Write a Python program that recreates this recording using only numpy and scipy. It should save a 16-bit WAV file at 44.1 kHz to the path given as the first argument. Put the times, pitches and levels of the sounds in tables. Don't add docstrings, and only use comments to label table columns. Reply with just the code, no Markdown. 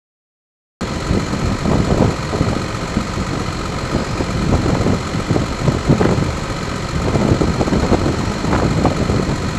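import sys
import numpy as np
from scipy import signal
from scipy.fft import rfft, irfft, next_fast_len
from scipy.io import wavfile
from scipy.ndimage import uniform_filter1d, map_coordinates

SR = 44100
rng = np.random.default_rng(int(sys.argv[2]) if len(sys.argv) > 2 else 0)


def store_wav(level_fs):
    pcm = np.round(np.clip(np.atleast_2d(level_fs), -1, 1) * 32767)
    wavfile.write(sys.argv[1], SR, pcm.T.astype(np.int16))


N = 422478

OPENS_S, CUTOFF_HZ = .809, 13600
FIRING_HZ, FIRST_FIRING = 46.2, .2

# start in seconds, length in seconds, relative rumble and flutter levels in dB.
GUSTS = [(0.84, 0.02, -21.5, -27), (1.113, 0.11, -18, -25.5), (1.346, 0.18, -19, -25.5),
         (1.678, 0.15, -16.5, -22), (1.879, 0.16, -19.5, -20.5), (1.988, 0.078, -16, -17.5),
         (2.338, 0.018, -21.5, -20.5), (2.451, 0.059, -18, -26), (2.973, 0.015, -31, -33),
         (3.19, 0.023, -22, -29), (3.343, 0.018, -20, -21.5), (3.415, 0.019, -23.5, -40),
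         (3.935, 0.07, -22.5, -21), (4.132, 0.018, -23, -31), (4.196, 0.02, -19.5, -20.5),
         (4.353, 0.15, -19, -33), (4.512, 0.064, -16.5, -20), (4.646, 0.18, -19, -20.5),
         (4.868, 0.084, -17.5, -21.5), (5.151, 0.032, -18.5, -27.5), (5.313, 0.11, -18, -25),
         (5.647, 0.1, -17.5, -21), (5.892, 0.035, -17.5, -22), (6.002, 0.13, -17.5, -20.5),
         (6.216, 0.017, -16, -33), (6.958, 0.084, -20, -38), (7.05, 0.027, -16.5, -20),
         (7.144, 0.19, -18, -20), (7.42, 0.032, -17, -19.5), (7.488, 0.015, -19, -23),
         (7.586, 0.021, -19, -17), (7.675, 0.019, -24, -18.5), (7.73, 0.043, -16, -18),
         (7.826, 0.028, -19.5, -20), (7.921, 0.021, -17.5, -13.5), (8.027, 0.087, -18.5, -19.5),
         (8.184, 0.17, -22.5, -24.5), (8.454, 0.21, -20, -21.5), (8.61, 0.12, -18, -28.5),
         (8.768, 0.14, -18, -22.5), (8.996, 0.23, -19.5, -23.5), (9.301, 0.037, -17.5, -21),
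         (9.42, 0.17, -22, -44)]
# time in seconds, relative level in dB, pitch in Hz.
BUFFETS = [(1.173, -3.5, 230), (1.656, -7, 450), (1.716, -7.5, 320), (1.734, -3.5, 620), (1.756, -6, 280),
           (1.803, -9, 180), (1.907, -7, 320), (1.945, -6.5, 320), (1.971, -7, 210), (2.009, -1, 210),
           (2.022, -3, 250), (2.048, -3, 400), (2.351, -7.5, 296), (2.41, -2.5, 149), (2.417, -9, 149),
           (2.532, -6, 450), (2.566, -7.5, 240), (2.972, -2.5, 157), (3.95, -5.5, 218), (4.212, -8, 300),
           (4.428, -12, 150), (4.496, -3.5, 160), (4.527, -8, 370), (4.54, -4, 397), (4.603, -9, 170),
           (4.661, -7.5, 210), (4.734, -6.5, 170), (4.753, -5.5, 500), (4.866, -6, 323), (4.89, -8, 170),
           (4.905, -3, 230), (4.93, -9, 170), (5.309, -8.5, 180), (5.347, -9, 240), (5.363, 2.5, 335),
           (5.673, -13, 180), (5.692, -6, 150), (5.75, -8, 220), (5.899, -2, 140), (5.911, -5, 170),
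           (5.928, 0, 180), (6.015, 0.5, 380), (6.022, -7, 850), (6.03, -5, 880), (6.051, -6, 895),
           (6.056, 0.5, 260), (6.092, -3, 520), (6.138, -6.5, 200), (6.177, -9, 160), (6.212, -17, 160),
           (6.226, -5, 284), (7.085, -3, 380), (7.157, -2, 228), (7.213, -5, 248), (7.252, -2, 220),
           (7.27, -5, 350), (7.289, -2, 416), (7.319, -4, 160), (7.331, -8, 250), (7.418, -1.5, 256),
           (7.506, -3, 150), (7.724, -3, 260), (7.735, -4, 700), (7.758, -6, 240), (7.832, -6, 440),
           (7.933, 0, 340), (7.944, -7, 320), (8.06, -9, 210), (8.084, -9, 560), (8.448, -6.5, 180),
           (8.53, -5, 920), (8.534, -1, 350), (8.548, -6, 380), (8.551, -4, 900), (8.556, -7.5, 580),
           (8.563, -4.5, 840), (8.588, -6, 775), (8.6, -6, 780), (8.623, -7, 450), (8.633, -3.5, 298),
           (8.652, -4.5, 232), (8.769, -7, 160), (8.79, -5, 283), (8.849, 0.5, 277), (8.856, 1, 523),
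           (8.868, -3, 340), (8.917, -5, 330), (9.003, -9, 217), (9.1, -5.5, 243), (9.198, -3.5, 308)]
# time of the peak in seconds, half length in seconds, level in dB.
FLARES = [(1.722, .02, -24), (2.024, 0.029, -24), (6.042, 0.025, -30), (8.487, 0.033, -28),
          (8.538, 0.021, -22.5), (8.604, 0.026, -24), (8.866, 0.016, -27)]
# frequency in Hz, relative spectral density in dB.
RUMBLE_SPECTRUM = [(12, -34), (25, -24), (45, -3), (90, 1), (170, 0), (250, -7), (400, -13), (800, -84)]
FLUTTER_SPECTRUM = [(100, -35), (200, 6), (300, 1), (450, 0), (700, -5), (1100, -14.5), (1800, -30),
                    (3500, -33), (8000, -34.5)]
RASP_SPECTRUM = [(400, 11), (900, -10), (1500, -4), (2500, -24), (4500, -34)]
FLARE_SPECTRUM = [(450, -6), (700, -1), (1000, 4), (1500, -22), (2200, -19), (3500, -46)]
# relative strength in dB, scaled by `uneven`.
CYLINDERS = [11.5, 7.5, -1, 9, 5, 3]
# time in seconds, size in firing intervals.
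SKIPS = [(2.12, .39), (4.42, .63)]
# frequency in Hz, bandwidth in Hz, relative gain in dB.
BLOCK_MODES = [(537, 11, -22), (702, 35, -7.5), (1495, 62, -5), (1820, 38, -7.5), (1944, 156, -6),
               (2193, 64, -8.5), (2355, 54, -11), (2526, 57, -6), (3024, 85, -10.5)]
# frequency in Hz, relative spectral density in dB.
CLATTER_SPECTRUM = [(1500, -9), (2200, 8.5), (2750, -22), (3350, 3), (3650, -4), (3950, 9.5), (4280, 4.5),
                    (4420, 1), (5000, -2.5), (5900, -4), (7100, 4.5), (8000, -5), (9100, -10), (11500, -12),
                    (13800, -34)]
# frequency in Hz, rms level in dB.
HARMONICS = [(184.8, -44), (308, -38), (508.2, -43.5), (531.3, -42), (554.4, -42.5), (654.5, -44),
             (970.2, -52), (993.3, -50), (1224.3, -45), (1547.7, -48.5), (1801.8, -53.5), (2356.2, -49),
             (2402.4, -49), (2517.9, -70)]
# place in firing intervals, relative tap and rebound in dB.
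VALVE_TAPS = [(.17, 0, -9), (1.17, -8, -15), (1.99, -13, -17), (3.11, -4.5, -6.5), (4.17, -3.5, -12),
              (5.09, -13, -15)]
# place in firing intervals, relative level in dB.
PANEL_TAPS = [(.37, -5), (1.18, 0), (1.88, -5.5), (2.32, -5.5), (3.9, -4), (4.3, -4.5), (5.38, 1),
              (5.95, -4)]
# frequency in Hz, bandwidth in Hz.
COVER_MODES = [(1255, 115), (1287, 125), (1320, 120)]
PANEL_MODES = [(975, 150), (1000, 170), (1030, 170)]
# time in seconds, level in dB.
WHINE_LEVEL = [(0.8, -41), (1.3, -40.9), (1.75, -43.7), (2.3, -41.4), (2.8, -42.3), (4.1, -41.8),
               (5.8, -42.8), (7.25, -42.2), (7.6, -39.3), (8.1, -41), (9.58, -41.2)]
# time of the peak in seconds, level in dB, pitch in Hz, half length in seconds.
SQUEAKS = [(1.25, -46, 6640, .12), (3.58, -44, 4070, .05), (3.97, -44, 4880, .12), (4.17, -44, 4980, .11),
           (4.4, -45, 3920, 0.054), (8.26, -46, 5670, .15)]
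# frequency in Hz, relative spectral density in dB.
RUSH_SPECTRUM = [(20, -2), (45, 0), (180, -3), (270, -12.5), (380, -7), (620, -14), (1100, -13.5),
                 (1700, -17.5), (3000, -24), (8000, -30), (13000, -140)]
SIDE_HISS_SPECTRUM = [(450, -26), (800, -51), (1200, -7), (2200, 7), (3200, -12.5), (4200, -9.5),
                      (7000, -4), (9000, -18), (12000, -17)]


def wind():
    rumble_db, flutter_db = 20 * np.log10(airflow())
    lumps = drift(61)
    rumble = evened(coloured(noise(), RUMBLE_SPECTRUM), span_s=.094)
    rumble *= evened(from_db(2 * lumps), span_s=.11)
    flutter = evened(coloured(noise() * from_db(4.7 * lumps), FLUTTER_SPECTRUM), span_s=.075)
    rasp = evened(coloured(noise() * from_db(4.5 * lumps), RASP_SPECTRUM), span_s=.04)
    rasp_db = -33 + .88 * (flutter_db + 13)
    eddies = buffets(BUFFETS + lesser_eddies(rumble_db))
    return (from_db(rumble_db + 1.03) * rumble + from_db(flutter_db - .5) * flutter
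            + from_db(rasp_db) * rasp + eddies)


def airflow(attack_s=.041, release_s=.048):
    t = np.arange(N) / SR
    rumble, flutter = from_db(-27.5), from_db(-34.5)
    for start, length, rumble_db, flutter_db in GUSTS:
        before, after = np.maximum(start - t, 0), np.maximum(t - start - length, 0)
        shape = np.exp(-before / attack_s - after / release_s)
        rumble = np.maximum(rumble, from_db(rumble_db) * shape)
        flutter = np.maximum(flutter, from_db(flutter_db) * shape)
    surge = evened(from_db(2.5 * drift(8.4)), span_s=.09)
    return rumble * surge, flutter * surge


def buffets(eddies):
    out, t, white = np.zeros(N), np.arange(N) / SR, noise()
    for time, db, hz in eddies:
        near = slice(*np.searchsorted(t, [time - .03, time + .05]))
        turns = (t[near] - time) * hz
        angle = 2 * np.pi * turns
        pulse = angle * np.exp((1 - angle * angle) / 2)
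        swell = np.exp(-np.abs(turns) / np.where(turns > 0, 2, 1))
        wake = band(white[near] * swell, 1.2 * hz, width_hz=1.4 * hz)
        wake /= np.abs(wake).max() + 1e-12
        out[near] += from_db(db - 2.5) * (pulse + .45 * wake)
    return out


def lesser_eddies(rumble_db, per_s=22, median_hz=175):
    births = np.flatnonzero(rng.random(N) < per_s / SR)
    octaves = .35 * noise()
    return [(i / SR, rumble_db[i] + 4.5, median_hz * 2 ** octaves[i]) for i in births]


def flares():
    level = sum(from_db(db) * bell_curve(time, half_s) for time, half_s, db in FLARES)
    ragged = noise() * from_db(4.2 * drift(70))
    return level * evened(coloured(ragged, FLARE_SPECTRUM), span_s=.042)


def diesel():
    t = np.arange(N) / SR
    firings = np.cumsum(FIRING_HZ * (1 + .000527 * drift(2.66))) / SR - FIRST_FIRING
    beat = firings - sum(skipped * (t < time) for time, skipped in SKIPS)
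    rattling = ground_echo(knock(beat) + clatter(beat))
    return rattling + drone(firings) + covers(beat) + whine(beat)


def knock(firings):
    force = blows(firings, rise=.1, decay=.22, floor=.09, uneven=.3) * rattle(firings, repeat=.8)
    body = sum((-1) ** k * from_db(db) * resonance(force, hz, width)
               for k, (hz, width, db) in enumerate(BLOCK_MODES))
    return from_db(-37.5) * rms_one(body)


def clatter(firings):
    force = blows(firings, rise=.25, decay=.3, floor=.9, uneven=.95) * rattle(firings, repeat=.4)
    return from_db(-38) * coloured(force, CLATTER_SPECTRUM)


def blows(firings, rise, decay, floor, uneven):
    since = firings % 1
    shape = (1 - np.exp(-since / rise)) * np.exp(-since / decay)
    cylinder = np.floor(firings).astype(int) % len(CYLINDERS)
    strength = from_db(uneven * np.array(CYLINDERS))[cylinder]
    return floor + strength * shape / shape.max()


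def rattle(firings, repeat):
    size = int(len(CYLINDERS) * SR / FIRING_HZ)
    pattern = rng.standard_normal(size)
    recurring = map_coordinates(pattern, [firings / len(CYLINDERS) % 1 * size], order=3, mode="wrap")
    return np.sqrt(repeat) * recurring + np.sqrt(1 - repeat) * noise()


def drone(firings):
    cycles, cycle_hz = firings / len(CYLINDERS), FIRING_HZ / len(CYLINDERS)
    tones = np.zeros(N)
    for hz, db in HARMONICS:
        amplitude = np.sqrt(2) * from_db(db + 1.3 * drift(1.5))
        tones += amplitude * np.sin(2 * np.pi * (round(hz / cycle_hz) * cycles + rng.random()))
    return tones


def covers(firings, rebound_s=.0089):
    taps = [(place, db) for place, db, _ in VALVE_TAPS]
    rebounds = [(place + rebound_s * FIRING_HZ, db) for place, _, db in VALVE_TAPS]
    cover = from_db(-34.2) * clank(firings, taps + rebounds, COVER_MODES)
    panel = from_db(-40.3) * clank(firings, PANEL_TAPS, PANEL_MODES)
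    return cover + panel


def clank(firings, taps, modes, jitter_s=.00004):
    plate = np.zeros(N)
    for place, db in taps:
        cycle = (firings + FIRST_FIRING - place) // len(CYLINDERS)
        hits = np.flatnonzero(np.diff(cycle) > 0)
        scatter_db, late = rng.standard_normal((2, 100))[:, :len(hits)]
        hits = np.clip(hits + np.round(late * jitter_s * SR).astype(int), 0, N - 1)
        plate[hits] += from_db(db + scatter_db)
    for hz, width in modes:
        plate = resonance(plate, hz, width)
    return rms_one(plate)


def whine(firings, start_hz=4248.3, sag_hz_per_s=.7):
    t = np.arange(N) / SR
    hz = start_hz - sag_hz_per_s * t + drift(4)
    beat = 2 * np.pi * (firings - .22)
    throb = 1 + .62 * np.cos(beat) + .3 * np.cos(beat / 2)
    lag_radians = .15 * np.sin(beat) + .25 * np.sin(beat / 2)
    tone = np.sin(2 * np.pi * np.cumsum(hz) / SR - lag_radians) * from_db(.5 * drift(6))
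    breath = .09 * rms_one(band(noise(), start_hz, width_hz=130))
    level_db = np.interp(t, *np.transpose(WHINE_LEVEL))
    return from_db(level_db) * rms_one(throb * (tone + breath))


def ground_echo(direct, reflection=.4):
    lag_s = .003 + .00012 * drift(1.5)
    echo = np.interp(np.arange(N) - lag_s * SR, np.arange(N), direct)
    return (direct + reflection * echo) / np.hypot(1, reflection)


def squeaks():
    white = noise()
    return sum(from_db(db) * bell_curve(time, half_s) * rms_one(band(white, hz, width_hz=400))
               for time, db, hz, half_s in SQUEAKS)


def rush():
    return from_db(-25.5) * coloured(noise(), RUSH_SPECTRUM)


def from_db(db):
    return 10 ** (np.asarray(db) / 20)


def rms_one(x):
    return x / np.sqrt(np.mean(x ** 2) + 1e-20)


def noise():
    return rng.standard_normal(N)


def bell_curve(peak_s, half_s):
    return np.exp(-((np.arange(N) / SR - peak_s) / half_s) ** 2)


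def drift(rate):
    pole = np.exp(-40 * np.pi * rate / SR)
    white = rng.standard_normal(N // 20 + 4002)
    slow = signal.lfilter([1], [1, -2 * pole, pole * pole], white)[4000:]
    return np.interp(np.arange(N) / 20, np.arange(len(slow)), rms_one(slow))


def coloured(x, spectrum):
    size = next_fast_len(N)
    hz, db = np.transpose(spectrum)
    bins = np.maximum(np.arange(size // 2 + 1) * SR / size, 1)
    gain = from_db(np.interp(np.log(bins), np.log(hz), db, left=-100, right=-100))
    return rms_one(irfft(rfft(x, size) * gain, size)[:N])


def resonance(x, hz, width_hz):
    radius = np.exp(-np.pi * width_hz / SR)
    feedback = [1, -2 * radius * np.cos(2 * np.pi * hz / SR), radius ** 2]
    return signal.lfilter(np.array([1, 0, -1]) * (1 - radius ** 2) / 2, feedback, x)


def band(x, hz, width_hz):
    return resonance(resonance(x, hz, width_hz), hz, width_hz)


def evened(x, span_s):
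    size = max(int(span_s * SR), 2)
    return x / np.sqrt(uniform_filter1d(uniform_filter1d(x * x, size), size) + 1e-9)


def scene():
    middle = diesel() + rush() + squeaks() + wind() + flares()
    side = from_db(-60) * coloured(noise(), SIDE_HISS_SPECTRUM)
    return np.array([middle + side, middle - side])


def record(dry):
    live = np.arange(N) / SR >= OPENS_S
    rounded = dry / (1 + dry ** 4) ** .25
    low_pass = signal.ellip(10, .1, 80, CUTOFF_HZ, fs=SR, output="sos")
    return signal.sosfilt(low_pass, rounded * live)


dry = scene()
out = record(dry)
store_wav(out)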